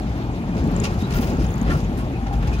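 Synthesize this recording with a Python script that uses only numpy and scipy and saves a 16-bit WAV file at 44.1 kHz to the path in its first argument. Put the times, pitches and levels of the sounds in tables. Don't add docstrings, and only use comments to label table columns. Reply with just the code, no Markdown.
import sys
import numpy as np
from scipy import signal
from scipy.fft import rfft, irfft
from scipy.io import wavfile
from scipy.ndimage import uniform_filter1d

SR = 44100
rng = np.random.default_rng(int(sys.argv[2]) if len(sys.argv) > 2 else 0)


def store_pcm(level_fs):
    pcm = np.round(np.clip(level_fs, -1, 1) * 32767).astype(np.int16)
    wavfile.write(sys.argv[1], SR, np.atleast_2d(pcm).T)


def linear_from_db(decibels):
    return 10 ** (np.asarray(decibels, float) / 20)


N = 114660

# t/s, level/dB
LOAD = [(0, -27.5), (.25, -25.5), (.45, -26.5), (.67, -21), (.86, -22), (1.08, -24.5), (1.18, -22),
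        (1.4, -22), (1.6, -25), (1.72, -19.5), (1.79, -24.5), (2.15, -25), (2.22, -27.5), (2.48, -23),
        (2.6, -25.5)]
# f/Hz, level/dB per Hz
RUMBLE = [(28, -17), (54, -6), (107, -5), (199, -6.5), (375, -16.5), (548, -23.5), (789, -22),
          (1100, -70.5)]
# t/s, peak/dB, f/Hz
THUMPS = [(0.053, -25, 205), (0.299, -23.5, 110), (.39, -27, 70), (.484, -15, 185), (0.557, -18.5, 200),
          (.58, -15, 70), (0.641, -12, 200), (0.668, -12.5, 280), (0.789, -16.5, 110), (0.968, -16.5, 95),
          (1.023, -15.5, 190), (1.1, -20, 70), (1.191, -11.5, 218), (1.321, -15.5, 200),
          (1.362, -16.5, 74.9), (1.383, -14.5, 272), (1.409, -15.5, 300), (1.388, -22, 400),
          (1.425, -17.5, 69.8), (1.615, -13, 200), (1.698, -14, 183), (1.753, -16, 150),
          (1.819, -17.5, 140), (1.914, -16, 255), (2.028, -24, 260)]
# t/s, length/s, knock/dB, clatter/dB, sizzle/dB
RATTLES = [(0.564, 0.042, -72, -44.5, -60), (0.834, 0.024, -34, -30.5, -43),
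           (0.976, 0.053, -47, -44.5, -54), (1.103, 0.023, -40, -39.5, -49.5),
           (1.134, 0.052, -35.5, -38, -44.5), (1.207, 0.043, -47, -41.5, -46.5),
           (1.223, 0.015, -33.5, -42, -60), (1.268, 0.04, -46, -41.5, -48.5),
           (1.393, 0.058, -43.5, -43, -53.5), (1.697, 0.032, -32, -42.5, -48.5),
           (1.725, 0.084, -58, -44.5, -51), (1.97, 0.037, -45, -48, -48), (1.66, 0.054, -34.5, -53, -85),
           (2.264, 0.0089, -38.5, -47, -74), (2.325, 0.022, -44, -48.5, -54),
           (2.423, 0.0093, -35.5, -54, -56), (2.47, 0.0076, -50, -37, -47), (2.527, 0.022, -53, -43, -51.5),
           (2.584, .015, -48, -45, -60)]
RATTLE_SAG = [-0.5, 0, 4]
# f/Hz, width/Hz, level/dB
KNOCK = [(1067, 110, -3), (1396, 67, 3), (1710, 185, -5.5), (2120, 1400, -13)]
CLATTER = [(2400, 930, 1.1), (4040, 520, -6), (4800, 770, -1.5), (6570, 1500, -9.5)]
SIZZLE = [(9200, 3500, 0), (11700, 1100, 3), (13500, 3600, -3)]
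# start t/s, level/dB, f/Hz, length/s
RUBS = [(0.839, -31, 2750, 0.013), (0.86, -29, 2510, 0.013), (.842, -43, 5200, .016),
        (.845, -46, 5800, .03), (0.43, -45, 2510, 0.018), (0.525, -44, 2510, 0.017),
        (0.75, -40, 2970, 0.016), (1.008, -59, 15570, .01), (1.01, -58, 11700, .012),
        (1.068, -62, 15570, .01), (1.165, -51, 10900, .02), (1.166, -48, 9850, .015),
        (1.27, -58, 15570, .04), (1.35, -65, 15570, .035), (1.425, -60, 15570, .045),
        (1.484, -61, 11300, 0.079), (1.7, -32, 1800, .025), (1.712, -34, 1110, 0.024),
        (1.716, -48, 2400, .014), (1.745, -30, 1350, 0.013), (2.15, -35, 765, .02),
        (2.262, -29.5, 775, 0.015), (2.373, -42, 810, 0.077), (0.836, -40, 9700, 0.012),
        (0.841, -38, 1139, 0.064), (1.001, -57, 14750, .031), (1.002, -59, 10860, .031),
        (1.005, -44, 3760, 0.028), (1.031, -38, 3890, 0.032), (1.139, -42, 14745, .045),
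        (1.141, -54, 15570, .051), (1.204, -48, 10880, 0.05), (1.203, -37, 14750, .014),
        (1.224, -49, 14750, .028), (1.212, -46, 15570, 0.051), (1.265, -56, 14700, 0.04),
        (1.311, -54, 15560, .031), (1.417, -60.5, 9900, 0.13), (1.485, -58, 15570, .075),
        (1.424, -55, 14740, .025), (1.696, -32, 1370, 0.01), (1.753, -53, 15570, 0.023),
        (2.132, -41.5, 2500, 0.049), (2.18, -38.5, 780, 0.062), (2.306, -31, 795, 0.046),
        (0.848, -33, 2970, .014), (2.468, -35, 840, 0.041), (2.522, -36, 2560, 0.04),
        (2.552, -51, 4050, .039)]
DISC_MODES = np.array([1800, 2400, 2510, 2750, 2970, 3760, 3890, 4050, 5200, 5800, 9600, 9850, 10900, 11300, 11700, 14750, 15570])
# t/s, peak/dB
TICKS = [(0.6065, -46), (0.6404, -39), (0.7173, -43), (0.7633, -26), (0.8, -20.5), (0.838, -29),
         (0.9108, -44), (0.9882, -44), (1.301, -38), (1.3334, -39), (1.3693, -40), (1.4653, -35.5),
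         (1.505, -36), (1.5399, -33.5), (1.579, -39), (1.614, -31), (1.8462, -41.5), (2.2697, -47)]
# t/s, peak/dB, f/Hz
PINGS = [(0.6744, -51, 10200), (0.7128, -52, 11800), (0.801, -53, 10500), (0.9408, -52, 12500),
         (0.9622, -77, 9850), (1.5559, -52, 11400), (1.5808, -51, 13800), (1.6142, -48, 9000),
         (1.163, -48, 9200), (2.334, -53, 13500), (1.628, -51, 11100), (1.6631, -61, 11300),
         (1.8457, -61, 10000)]
# t/s, level/dB
NEARNESS = [(0.0, -52), (0.47, -54.5), (0.8, -47.5), (1.06, -52), (1.29, -50.5), (1.66, -50), (1.8, -53),
            (2.11, -54), (2.3, -55), (2.48, -52), (2.6, -51)]
# f/Hz, level/dB per Hz
HISS = [(290, -12), (500, -14), (749, -4.5), (1110, -3.5), (2710, -13.5), (6740, -25), (8130, -36.5),
        (12200, -30.5), (15800, -48)]
# f/Hz, width/Hz, level/dB
RAIL = [(721, 104, -48), (2460, 160, -56), (6700, 1400, -94)]
# t/s, level/dB
SHAKE = [(0, -22), (.4, -31.5), (.78, -22.5), (1.1, -45), (1.16, -13.5), (1.22, -33), (1.28, -25),
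         (1.34, -25), (1.39, -16), (1.46, -16.5), (1.57, -31), (1.66, -15.5), (1.76, -14), (1.8, -23),
         (1.85, -21), (2.1, -31.5), (2.35, -19), (2.6, -16)]
# f/Hz, share/1
LIKENESS = [(60, 1), (200, 0.98), (400, 1), (800, 0.9), (1500, 0.59), (3000, 0.24), (6000, 0.18),
            (14000, 0.11)]
# f/Hz, level/dB
LEFT_LEAD = [(60, 2.0), (400, 1.6), (700, 2.4), (1500, .9), (2500, .5), (5000, 2.5), (8500, 8),
             (15000, 6.5)]
# f/Hz, lag/samples
PORT_LAG = [(300, 11.3), (900, 10.7), (2000, 11.5), (2800, 12.33), (16000, 14.36)]


def roar():
    return linear_from_db(in_time(LOAD) + 1.24) * evened(banded(RUMBLE, patchy_db=1.9), 0.077)


def thumps():
    out = 0
    for s, db, hz in THUMPS:
        rise_s, fall_s = 0.99 / hz, 1.54 / hz
        tone = wavering(hz, 0.0574, 28.5)
        out = out + linear_from_db(db - 1.5) * swell(s, rise_s, rise_s, fall_s, 0) * pair(tone, 0, hz)
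    return out


def rattles():
    rise_s, fall_s, grain_db = 0.0038, 0.015, 3
    halo_s, halo_db = 0.18, -9
    out = 0
    for k, group in enumerate((KNOCK, CLATTER, SIZZLE)):
        jolts = [swell(s, length, rise_s, fall_s, RATTLE_SAG[k]) for s, length, *_ in RATTLES]
        power = linear_from_db(np.array(RATTLES)[:, 2 + k]) ** 2 @ np.array(jolts) ** 2
        halo = uniform_filter1d(uniform_filter1d(power, int(halo_s * SR)), int(halo_s * SR / 2))
        grain = rng.standard_normal((2, N)) * linear_from_db(grain_db * drift(290))
        out = out + np.sqrt(power + linear_from_db(halo_db) ** 2 * np.abs(halo)) * body(grain, group)
    return out


def squeaks():
    edge_s, sag_db, steady_below_hz = 0.007, 7, 1900
    out = np.zeros((2, N))
    flutter = rms_one(linear_from_db(2.2 * drift(54) + 4 * drift(260)))
    for (s, db, hz, length), shift in zip(RUBS, rng.integers(0, N, len(RUBS))):
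        if hz > DISC_MODES[0] / 1.2:
            hz = DISC_MODES[np.argmin(np.abs(np.subtract(DISC_MODES, hz)))]
        unrest = min(hz / steady_below_hz, 1)
        tone = wavering(hz, 0.003 + unrest * 34 / hz, 117.4)
        tone = tone * linear_from_db(db + 1.0) * np.roll(flutter, shift) ** unrest
        rub = swell(s, length, edge_s, edge_s, unrest * sag_db)
        out += rub * pair(tone, np.roll(tone, N // 2), hz)
    return out


def loose_fitting():
    falling = [(s, db, 7460 - 460 * s) for s, db in TICKS]  # Hz, sinking in Hz per s
    return ticks(falling, width_hz=1600, gain_db=5, rough=0.4)


def pings():
    return ticks(PINGS, width_hz=6700, gain_db=16, rough=8.7)


def ticks(rows, width_hz, gain_db, rough):
    slip_s = 0.00073
    out, t = np.zeros((2, N)), np.arange(600) / SR
    burst = np.exp(-((t - 1.9 * slip_s) / slip_s) ** 2)
    for (s, db, hz), white in zip(rows, rng.standard_normal((len(rows), 2, len(t)))):
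        phase = 2 * np.pi * hz * t
        slip = (rough * white + np.array([np.sin(phase), np.cos(phase)])) * burst
        ring = pair(*resonate(resonate(slip, hz, width_hz), hz, width_hz), hz)
        start = int(s * SR)
        out[:, start:start + len(t)] += ring / np.abs(ring).max() * linear_from_db(db + gain_db)
    return out


def hiss():
    near = 0.67 * in_time(NEARNESS)
    return linear_from_db(-39 + near - near.mean()) * banded(HISS, patchy_db=1.8)


def rail_ring():
    load = in_time(LOAD)
    swing = linear_from_db(0.16 * (load - load.mean()))
    out = 0
    for hz, width_hz, db in RAIL:
        ring = body(rng.standard_normal((2, N)), [(hz, width_hz, 0)])
        out = out + linear_from_db(db + 0.76 * drift(11.0)) * swing * ring
    return out


def track_bed():
    hz = 53.86
    boom = wavering(hz, 0.1343, 14.2)
    return linear_from_db(in_time(SHAKE) - 3.5 + 3.1 * drift(24)) * pair(boom, 0, hz)


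def in_time(rows):
    s, db = np.transpose(rows)
    return np.interp(np.arange(N) / SR, s, db)


def at_hz(points, hz):
    table_hz, value = np.transpose(points)
    return np.interp(np.log(hz), np.log(table_hz), value)


def rms_one(x):
    return x / np.sqrt(np.mean(x ** 2) + 1e-20)


def evened(x, seconds):
    power = uniform_filter1d(np.mean(x ** 2, 0), int(seconds * SR))
    return rms_one(x / np.sqrt(power + 0.041))


def drift(rate):
    step = 40
    r = np.exp(-2 * np.pi * rate * step / SR)
    white = rng.standard_normal(N // step + 2002)
    slow = signal.lfilter([1], [1, -2 * r, r * r], white)[2000:]
    return np.interp(np.arange(N) / step, np.arange(len(slow)), rms_one(slow))


def wavering(hz, share, rate):
    pitch = hz * (1 + share * drift(rate))
    return np.sqrt(2) * np.sin(2 * np.pi * np.cumsum(pitch) / SR)


def swell(s, length, rise, fall, sag_db):
    t = np.arange(N) / SR - s
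    hold = linear_from_db(-sag_db * np.clip(t / length, 0, 1))
    return np.clip(t / rise, 0, 1) * hold * np.exp(-np.clip(t - length, 0, 1) / fall)


def resonate(x, hz, width_hz):
    r = np.exp(-np.pi * width_hz / SR)
    turn = 2 * np.pi * min(hz, 0.45 * SR) / SR
    gain = (1 - r * r) / 2
    return signal.lfilter([gain, 0, -gain], [1, -2 * r * np.cos(turn), r * r], x + 1e-18)


def pair(mid, side, hz):
    sign = np.array([[1], [-1]])
    alike = np.clip(at_hz(LIKENESS, hz), 0, 1)
    both = np.sqrt((1 + alike) / 2) * mid + np.sqrt((1 - alike) / 2) * side * sign
    return both * linear_from_db(at_hz(LEFT_LEAD, hz) / 2 * sign)


def body(white, resonances):
    out = 0
    for k, (hz, width_hz, db) in enumerate(resonances):
        ring = resonate(resonate(white, hz, width_hz), hz, 3.3 * width_hz)
        out = out + (-1) ** k * linear_from_db(db) * pair(*ring, hz)
    return rms_one(out)


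def banded(spectrum, patchy_db):
    out, together = 0, drift(6.2)
    lowest, highest = spectrum[0][0], spectrum[-1][0]
    edges = lowest * 2 ** np.arange(0, np.log2(highest / lowest) + 0.3, 1 / 3)
    white = rng.standard_normal((2, 2, N))
    for k, (low, high) in enumerate(zip(edges, edges[1:])):
        band_pass = signal.butter(2, [low, high], "band", fs=SR, output="sos")
        bands = signal.sosfilt(band_pass, white[k % 2])
        hz = np.sqrt(low * high)
        flicker_db = patchy_db * (0.14 * together + drift(14.4))
        out = out + linear_from_db(at_hz(spectrum, hz) + flicker_db) * pair(*bands, hz)
    return rms_one(out)


def scene():
    tram = roar() + thumps() + rattles() + squeaks() + loose_fitting() + pings()
    left, right = tram + hiss() + rail_ring() + track_bed()
    hz = np.arange(1, N // 2 + 2) * SR / N
    delay = np.exp(-2j * np.pi * hz * at_hz(PORT_LAG, hz) / SR)
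    return np.array([left, irfft(rfft(right) * delay, N)])


def band_limit(x):
    return signal.sosfilt(signal.butter(12, 15850, fs=SR, output="sos"), x)


def record(dry):
    low_cut = signal.butter(2, 32, "high", fs=SR, output="sos")
    top_cut = signal.ellip(6, 0.5, 32, 15900, fs=SR, output="sos")
    mix = signal.sosfilt(low_cut, 0.9 * np.tanh(dry / 0.9))
    mix = signal.sosfilt(top_cut, mix)
    return band_limit(mix)


dry = scene()
out = record(dry)
store_pcm(out)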